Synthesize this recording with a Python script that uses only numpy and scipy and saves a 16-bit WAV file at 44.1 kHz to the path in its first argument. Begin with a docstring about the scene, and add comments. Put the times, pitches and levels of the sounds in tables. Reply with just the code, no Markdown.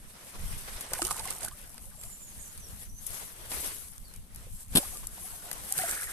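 """Wet sling at a pond edge

A wet fishing sling is handled close to a phone with two microphone ports: shaped noise rustles,
short noise bursts snap, damped sines gurgle, and it slaps the surface with thuds and spray, then drains.
A small bird sings to the right in gliding sines. Filtered noise makes light wind buffeting the ports,
a far traffic hum and a hiss of leaves."""
import sys
import numpy as np
from scipy import signal
from scipy.fft import rfft, irfft, next_fast_len
from scipy.io import wavfile
from scipy.ndimage import uniform_filter1d, map_coordinates

SR = 44100
rng = np.random.default_rng(int(sys.argv[2]) if len(sys.argv) > 2 else 0)


def generate_wav(sig):
    """Save sig (samples, or channels by samples) to the path in sys.argv[1] as 16-bit PCM at SR."""
    pcm = np.round(np.clip(np.atleast_2d(sig).T, -1, 1) * 32767).astype(np.int16)
    wavfile.write(sys.argv[1], SR, pcm)


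N = 270013

# Wind buffeting: t/s, level/dB
WIND_LEVEL = [(0, -47), (.26, -55.5), (.37, -39), (.54, -41.5), (.86, -50), (1.09, -41), (1.66, -50),
              (2.55, -51), (2.64, -43), (3.14, -53.5), (3.81, -47), (4.1, -47.5), (4.2, -44), (4.28, -49.5),
              (4.55, -40), (4.65, -47), (4.72, -40), (4.84, -46.5), (5.3, -48.5), (6.12, -49.5)]
# Snaps of wet fabric and droplets: t/s, bright level/dB, left-right/dB, knock relative to bright/dB, bright T60/s
SNAPS = [(.808, -33.5, 6, -8, 0.047), (0.9334, -20.5, 0.5, -7, 0.02), (1.0179, -20.5, -6, 1, 0.014),
         (1.026, -20.5, -5.5, -24, 0.014), (1.05, -15.5, -13, -13.5, 0.0083),
         (1.068, -27.5, -5, -15, 0.035), (1.108, -27, -5.5, -1.5, 0.027), (1.114, -28.5, -22, -23, 0.013),
         (1.168, -35, -7, -22, 0.0054), (1.1938, -35, -15, 2, 0.028), (1.306, -21, -4.5, -21, 0.011),
         (1.408, -30, -12, -25, 0.0076), (1.43, -33, -16, -7, 0.025), (1.448, -29, -4.5, -6.5, 0.019),
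         (1.482, -31.5, -7.5, -6, 0.018), (1.779, -33, 3, -4, 0.009), (2.0127, -24.5, -1, -17, 0.0057),
         (2.034, -40, 0.5, -3, 0.032), (2.5763, -30.5, 2.5, -9.5, 0.007), (3.065, -32.5, 10, -37, 0.052),
         (3.5154, -35, -1, 3.5, 0.035), (3.9802, -16.5, -1.5, -18.5, 0.0031),
         (4.1267, -49, -9, -12, 0.0057), (4.138, -33, 2, -13, 0.0087), (4.1612, -36.5, 10, -13, 0.0094),
         (4.347, -36.5, 15, -20, 0.0079), (4.359, -35.5, 9, -14, 0.014), (4.971, -22.5, -1, -9, 0.0057),
         (5.07, -20, 3, -46.5, 0.0098), (5.5134, -21, 5, -7, 0.0094), (5.5289, -30.5, 16, -11, 0.015),
         (5.723, -12, -1, -31, .011), (5.778, -23.5, -1, -9, 0.026), (5.7867, -18.5, -7, -3, 0.009),
         (5.9117, -8.5, -1.5, -43, 0.0062), (5.946, -26, 2, -25, .008)]
# Air bubbles in moving water, before flutter and echo:
# t/s, level/dB, f/Hz, cycles, pitch rise over those cycles/fraction
BUBBLES = [(0.918, -21.5, 487, 2.8, 0), (.934, -17, 610, 1.2, 0.2), (.968, -38, 540, 7.9, 0),
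           (.993, -21, 750, 3.4, 0), (1.019, -26, 289, 7.2, 0.3), (1.021, -26.5, 1267, 14, 0),
           (1.053, -37, 2950, 32, 0.05), (1.055, -34, 442, 10, 0.02), (1.087, -29, 1300, 6, 0),
           (1.109, -13, 1150, 3.2, 0), (1.113, -32, 753, 10, 0.14), (1.201, -29, 905, 5.3, 0),
           (1.253, -34.5, 1096, 14, 0), (1.282, -34, 2080, 19, 0.02), (1.311, -39, 1220, 15, 0.3),
           (1.436, -37.5, 602, 14, 0.13), (1.475, -34.5, 1310, 16, 0.41), (1.512, -46, 1060, 29, 0.22),
           (4.468, -39, 480, 4.5, 0.03), (4.797, -35, 563, 11, 0.01), (4.83, -35, 730, 6.4, 0.1),
           (4.851, -43, 1040, 11, .4), (4.885, -47, 2150, 20, .06), (4.93, -46, 743, 9.3, 0),
           (4.951, -45.5, 1174, 31, 0), (5.031, -42.5, 960, 7.5, .3), (5.076, -47.5, 1180, 11.5, 0.33),
           (5.18, -26.5, 780, 1.2, 0), (5.512, -41, 1890, 15, 0.1), (5.712, -41.5, 770, 30, 0.1),
           (5.772, -30.5, 168, 5, 0.22), (5.79, -36, 748, 37, 0.01), (5.836, -25.5, 684, 12.4, 0),
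           (5.922, -32, 1650, 8.9, 0.1)]
# Folds landing one after another in the slap: t/s, spray level/dB, thud level/dB, thud f/Hz
SLAP_FOLDS = [(4.7515, -16.5, -1.5, 210), (4.756, -11, -17, 232), (4.7623, -20.5, -6, 185),
              (4.769, -10.5, -5.5, 520), (4.775, -16.5, -20, 296), (4.779, -17, -7, 225),
              (4.783, -25, -6.5, 296), (4.789, -39, -17, 250)]
# Whistles, before quaver, echo and panning:
# t/s, length/s, first f/Hz, last f/Hz, bend (over 1 glides late), level/dB
WHISTLES = [(1.978, 0.19, 7800, 7100, 0.34, -52.5), (2.189, 0.13, 7270, 6340, 1.6, -51),
            (2.391, 0.1, 6800, 5870, 1.1, -53), (2.393, 0.12, 7220, 6810, 1.6, -55.5),
            (2.4, 0.088, 8200, 7400, 2.5, -52), (2.579, .1, 6550, 5370, 0.92, -55.5),
            (2.776, 0.062, 5420, 5500, 1.3, -69), (2.85, 0.045, 6300, 5870, .7, -59),
            (2.895, 0.115, 5850, 6280, .9, -57.5), (3.258, 0.05, 5880, 5900, 1, -58),
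            (4.04, 0.07, 5040, 4170, 0.37, -64)]
# Spectrum of fabric hiss and leaves: f/Hz, relative level/dB
HISS_SPECTRUM = [(2000, -18.5), (3000, -7.5), (4300, -8), (5200, -5), (7400, 1), (8500, 7), (9500, 5),
                 (11100, 5), (13000, -2.5), (14300, -7), (14450, -66)]
# Spectrum of the dull cloth drag: f/Hz, relative level/dB
DRAG_SPECTRUM = [(120, -8), (200, -9.5), (443, -4), (709, -5), (812, -5), (1180, -5), (1610, -5.5),
                 (2760, -8), (5000, -10.5), (6500, -11), (11000, -120)]
# Spectrum of the wind: f/Hz, relative level/dB
WIND_SPECTRUM = [(12, 1.5), (20, 7), (64, -2.5), (167, -12.5), (260, -19.5), (340, -57), (570, -120)]
# Spectrum of the far traffic: f/Hz, relative level/dB
TRAFFIC_SPECTRUM = [(60, -5), (100, -0.5), (205, 15.5), (400, -2), (1000, -4.5), (5000, -82)]
# Resonances of the two ports: f/Hz, left-right/dB
PORT_RESONANCE = [(300, 0.3), (1400, 0.9), (4000, -0.8), (6500, -2), (8300, -7.5), (9600, -2), (11100, 13),
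                  (13200, 8)]
# Likeness of broad noise at the two ports: f/Hz, correlation
LIKENESS = [(150, 0.87), (600, 0.52), (2000, 0.043), (5000, 0.042), (12000, 0.14)]
# Draining water: t/s, level/dB
POUR_LEVEL = [(5.68, -64), (5.74, -51), (5.8, -41.5), (5.93, -43), (6.0, -43), (6.12, -48.5)]
# Moves of the sling, each a swell of rustle:
# t of full level/s, rise/s, hold/s, hiss fade/(dB/s), hiss level/dB, drag level/dB
MOVES = [(0.51, 0.88, 0.34, 60, -46, -48), (0.947, 0.054, .005, 97, -39, -43.5),
         (1.054, 0.14, 0.11, 109, -41, -47), (1.287, 0.095, .005, 90, -40.5, -43.5),
         (1.442, 0.063, 0.0041, 195, -41.5, -41.5), (1.486, 0.041, 0.024, 27, -51.5, -57),
         (1.625, 0.052, 1, 52, -54, -60.5), (2.02, 0.078, .005, 41, -49.5, -62),
         (2.38, 0.17, .005, 67, -50.5, -74), (2.817, 0.97, 0.015, 160, -48, -53),
         (3.068, 0.22, .005, 102, -46, -77), (3.147, 0.17, 0.023, 57, -42, -45.5),
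         (3.48, 0.46, .005, 51, -48.5, -47.5), (3.51, 0.028, 0.15, 59, -37, -43),
         (4.156, 0.78, 0.0045, 106, -55, -59), (4.38, 0.24, 0.058, 64, -54.5, -56.5),
         (4.608, 0.21, .005, 232, -46, -60), (4.766, 0.074, .005, 43, -36, -42),
         (5.266, 0.37, .005, 58, -43, -51.5), (5.526, 0.28, .005, 65, -50, -49),
         (5.703, 0.79, .005, 57, -43, -51), (5.773, 0.15, 0.17, 109, -35, -42.5),
         (6.02, 0.044, .005, 12, -42, -47.5)]
# Position of the sling: t/s, left-right/dB
SLING_SIDE = [(0, -1), (.6, 1.5), (1.05, -4.5), (1.45, -1.5), (1.57, 3), (2.5, 1.5), (3.1, 6), (4.6, 1.5),
              (5.7, 2.5), (5.93, -2), (6.12, 1.5)]
# Share of flying droplets: t/s, share (0-1)
WETNESS = [(.85, .4), (.95, 1), (1.5, 1), (2.1, .4), (5.6, .4), (5.75, .6)]
# Spectra of the snap's crack and knock, and of the slap's spray: f/Hz, relative level/dB
CRACK_SPECTRUM = [(2500, -23), (4000, -3.0), (7000, 7), (9000, 13), (11500, 9.5), (14000, -2.0), (16000, -49.0)]
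KNOCK_SPECTRUM = [(200, 5.0), (500, -0.5), (1500, 0.5), (3500, -0.5), (5000, 3.5), (8000, -37)]
SPRAY_SPECTRUM = [(300, -2.5), (800, -8.5), (2000, -15.5), (3500, -3.0), (6500, -17), (9000, 3.5),
                  (11500, -6.5), (14300, -19), (14700, -59)]
# Likeness of the wind and of the leaves at the two ports: f/Hz, correlation
WIND_LIKENESS = [(30, 0.014), (70, 0.74), (130, 0.81)]
LEAF_LIKENESS = [(1000, .2)]

TOP_HZ = 15520  # band limit of both ports
RISE_DB = 20  # a move climbs this far during its rise
DRAG_FADES = 1.35  # the drag dies this many times faster than the hiss
NOTE_EDGE_S = 0.0021  # fade at each end of a whistle
SLING_LEAD_S = 0.000289  # lead at the left port for cloth on the left


def amp(db):
    """Gain of a level in dB."""
    return 10 ** (np.asarray(db) / 20)


def unit(x):
    """x at rms 1."""
    return x / np.sqrt(np.mean(x ** 2) + 1e-20)


def along(points, hz):
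    """Read (Hz, value) points on a log frequency axis."""
    f, v = np.transpose(points)
    return np.interp(np.log(hz + 1), np.log(f + 1), v)


def curves(rows):
    """One value per sample for each column after the time."""
    s, *cols = np.transpose(rows)
    return [np.interp(np.arange(N) / SR, s, c) for c in cols]


def wobble(rate):
    """A smooth random curve, rate knots a second."""
    knots = rng.standard_normal(int(N * rate / SR) + 4)
    return map_coordinates(knots, [np.arange(N) * rate / SR])


def filtered(x, response):
    """x shaped by a complex response of frequency."""
    m = next_fast_len(N + SR // 2)
    return irfft(rfft(x, m) * response(np.fft.rfftfreq(m, 1 / SR)), m)[..., :N]


def sides(pan_db):
    """Left and right gains for a left-right difference in dB."""
    return amp(np.array([pan_db, -pan_db]) / 2)


def lead(x, s):
    """The left port hears s seconds before the right."""
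    return filtered(x, lambda hz: np.exp(1j * np.pi * s * hz * np.array([[1], [-1]])))


def add(out, s, x):
    """Mix x into out from time s."""
    part = out[..., round(s * SR):][..., :x.shape[-1]]
    part += x[..., :part.shape[-1]]


def echo(x, t60):
    """A scattered noise tail, different at each port, scaled to energy 1 at the left."""
    t = np.arange(SR // 3) / SR
    tail = rng.standard_normal((2, len(t))) * amp(-60 * t / t60)
    return signal.fftconvolve(x[None], tail / np.linalg.norm(tail[0]), axes=1)[:, :N]


def rush(spectrum, alike, patchy_db, lead_s, grain=1):
    """Stereo noise of rms 1 with patches of random gain, lead_s earlier at the left port."""
    z = signal.stft(rng.standard_normal((2, N + 512)), nperseg=512)[2]
    # patches spread over neighbouring frequencies and moments
    field = uniform_filter1d(rng.standard_normal(z.shape[1:]), size=6, axis=0)
    field = uniform_filter1d(field, size=8, axis=1)
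    patchy = signal.istft(z * amp(patchy_db * unit(field)), nperseg=512)[1][:, :N]

    def mid_side(hz):
        # this balance of mid and side gives the wanted correlation
        turn = np.arccos(np.clip(along(alike, hz), -1, 1)) / 2
        return amp(along(spectrum, hz)) * [np.cos(turn), np.sin(turn)]

    mid, side = filtered(grain * patchy, mid_side)
    return unit(lead(np.array([mid + side, mid - side]), lead_s))


def cracks(times, levels_db, pan_db, t60s, spectrum, attack_s):
    """Short noise bursts, partly alike at both ports; the further left, the later at the right port."""
    out, t = np.zeros((2, N)), np.arange(SR // 25) / SR
    for s, db, pan, t60 in zip(times, levels_db, pan_db, t60s):
        shape = amp(db - 60 * t / t60) * (1 - np.exp(-(t / attack_s) ** 2))
        shared, own_left, own_right = rng.standard_normal((3, len(t)))
        left, right = sides(pan)
        right_delay_s = np.clip(.00012 + pan * .00004, -.0002, .0003)
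        add(out[0], s, left * shape * (shared + 0.7 * own_left))
        add(out[1], s + right_delay_s, right * shape * (shared + 0.69 * own_right))
    hz = np.linspace(0, SR / 2, num=500)
    spectrum_rms = np.sqrt(np.mean(amp(along(spectrum, hz)) ** 2))
    return filtered(out, lambda f: amp(along(spectrum, f))) / spectrum_rms


def bubble(hz, cycles, rise):
    """A damped sine; a positive rise lifts its pitch as a bubble nears the surface."""
    u = np.arange(int(2 * cycles / hz * SR)) / SR * hz / cycles  # 1 after the given cycles
    tone = np.sin(2 * np.pi * cycles * (u + rise * u * u / 2))
    return tone * amp(-17 * u) * (1 - np.exp(-u * cycles))


def froth(t0, t1, low_hz, octaves, cycles, count):
    """Many small bubbles at random moments, rms 1 across their span."""
    out = np.zeros(N)
    for when, pitch, life, size in rng.random((count, 4)):
        note = bubble(low_hz * 2 ** (octaves * pitch), cycles * (1 + 2 * life), rise=0.2)
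        add(out, t0 + when * (t1 - t0), amp(-26 * size) * note)
    return unit(out) * np.sqrt((t1 - t0) * SR / N)


def moves():
    """Levels of hiss and drag: every move rises, holds and fades; their powers add."""
    s, rise, hold, fade, hiss_db, drag_db = np.transpose(MOVES)[..., None]
    t = np.arange(0, N, 32) / SR  # a coarse time grid is enough for swells
    before = RISE_DB * np.clip(s - t, 0, None) / np.abs(rise)
    after = fade * np.clip(t - s - np.abs(hold), 0, None)

    def total(db):
        return np.interp(np.arange(N) / SR, t, np.sqrt(np.sum(amp(db) ** 2, axis=0)))

    return total(hiss_db - before - after), total(drag_db - before - DRAG_FADES * after)


def surroundings():
    """Low noise for a far, slowly swaying hum of traffic; bright noise for a steady hiss of leaves."""
    hum_gain = amp(-66.0 + 2.5 * wobble(6.2))
    hum = hum_gain * rush(TRAFFIC_SPECTRUM, LIKENESS, patchy_db=2.5, lead_s=0)
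    leaves = rush(HISS_SPECTRUM, LEAF_LIKENESS, patchy_db=1.2, lead_s=0)
    return hum + amp(-79) * leaves


def wind():
    """Lumpy low noise of wind buffeting the ports, with partly separate lumps at each."""
    lumps = amp(1.4 * wobble(11) + 1.97 * np.array([wobble(23), wobble(27)]))
    gusts = rush(WIND_SPECTRUM, WIND_LIKENESS, patchy_db=2.5, lead_s=0)
    return amp(curves(WIND_LEVEL)[0]) * unit(lumps * gusts)


def bird():
    """Thin, slightly unsteady gliding sines with a short echo among the trees."""
    song, quaver_hz = np.zeros(N), 45 * wobble(130)
    for s, length, first_hz, last_hz, bend, db in WHISTLES:
        t = np.arange(0, length, 1 / SR)
        edge = np.clip(np.minimum(t, length - t) / NOTE_EDGE_S, 0, 1)
        glide_hz = first_hz + (last_hz - first_hz) * (t / length) ** bend
        hz = glide_hz + quaver_hz[round(s * SR):][:len(t)]
        add(song, s, edge * amp(db) * np.sin(2 * np.pi * np.cumsum(hz) / SR))
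    song = song * amp(2 * wobble(45) + 3.5 * wobble(350))  # unsteady loudness
    heard = .55 * song + .6 * echo(song, .15)
    return heard * amp([[-5], [4]])  # to the right


def water():
    """Larger bubbles stand out as damped sines; small ones fill the splash, the later wash and the pour."""
    notes = np.zeros(N)
    for s, db, hz, cycles, rise in BUBBLES:
        add(notes, s, amp(db) * bubble(hz, cycles, rise))
    notes = notes * amp(1.1 * wobble(150))  # neighbouring bubbles and the moving surface shake each note
    wash = froth(.9, 2.1, 456, 2.6, 5.9, count=260) + 0.68 * froth(5.2, 5.6, 497, 1.6, 6.8, count=70)
    wash += 0.98 * froth(.9, 1.55, 806, 2.45, 0.9, count=90)  # droplets landing: ticks with hardly any note
    _, drag_gain = moves()
    notes += amp(-6) * drag_gain * wash  # the wash follows the sling
    pour = amp(curves(POUR_LEVEL)[0]) * froth(POUR_LEVEL[0][0], N / SR, 1250, .85, 4.5, count=600)
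    notes = .88 * notes + .48 * echo(notes, .07)[0]  # bank and folds smear these notes
    return notes + lead(np.array([pour, pour]), 0.00014)


def slap():
    """Every fold thuds on the water as a brief damped sine and throws a burst of spray noise."""
    s, spray_db, thud_db, thud_hz = np.transpose(SLAP_FOLDS)
    thud = np.zeros(N)
    for at, db, hz in zip(s, thud_db, thud_hz):
        add(thud, at, -amp(db) * bubble(hz, 0.9, rise=-0.056))  # the pitch sinks slightly
    pan_db, t60 = np.full(len(s), 1.1), np.full(len(s), .035)
    spray = cracks(s, spray_db, pan_db, t60, SPRAY_SPECTRUM, attack_s=0.0018)
    thud_gains = amp([[.8], [-.8]])  # +0.8 dB left, -0.8 dB right: factors 1.10 and 0.91
    return thud * thud_gains + spray


def snaps():
    """Each snap is a bright crack of noise with a duller, slightly longer, evenly loud knock at both ports."""
    s, db, pan_db, low_db, t60 = np.transpose(SNAPS)
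    crack = cracks(s, db, pan_db, t60, CRACK_SPECTRUM, attack_s=0.0009)
    knock = cracks(s, db + low_db, 0 * s, t60 + 0.004, KNOCK_SPECTRUM, attack_s=0.0014)
    return crack + knock


def fabric():
    """Countless fibres and droplets let go: a bright hiss over the dull drag of the cloth."""
    hiss_gain, drag_gain = moves()
    (pan_db,), (wet,) = curves(SLING_SIDE), curves(WETNESS)
    # flying droplets crackle most in the first splash and the final pour
    droplets = (rng.random(N) < 220 / SR) * rng.exponential(1, N)  # about 220 a second
    crackle = 1 + .6 * wet * uniform_filter1d(droplets * 60, size=60)
    hiss_grain = crackle * amp(wet * (1.6 * wobble(40) + 1.7 * wobble(20)) + .8 * wobble(60))
    # cloth on the left is earlier at the left port; otherwise both hear it together
    left = np.clip((pan_db + 2.5) / 5, 0, 1)

    def place(spectrum, patchy_db, grain):
        early_left = rush(spectrum, LIKENESS, patchy_db, SLING_LEAD_S, grain)
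        together = rush(spectrum, LIKENESS, patchy_db, 0, grain)
        return np.sqrt(left) * early_left + np.sqrt(1 - left) * together

    hiss = place(HISS_SPECTRUM, 1.5, hiss_grain) * sides(pan_db)  # only the hiss is panned by level
    drag_grain = amp(wet * (2.5 * wobble(45) + 3.2 * wobble(16)) + 1.2 * wobble(70))
    drag = place(DRAG_SPECTRUM, 1.9, drag_grain)
    return hiss_gain * hiss + drag_gain * drag


def scene():
    """All sources at the two ports."""
    return fabric() + snaps() + water() + slap() + bird() + wind() + surroundings()


def record(dry):
    """Each port has its own resonances; nothing is kept above the band limit."""
    return filtered(dry, lambda hz: sides(along(PORT_RESONANCE, hz)) * (hz < TOP_HZ))


dry = scene()
out = record(dry)
generate_wav(out)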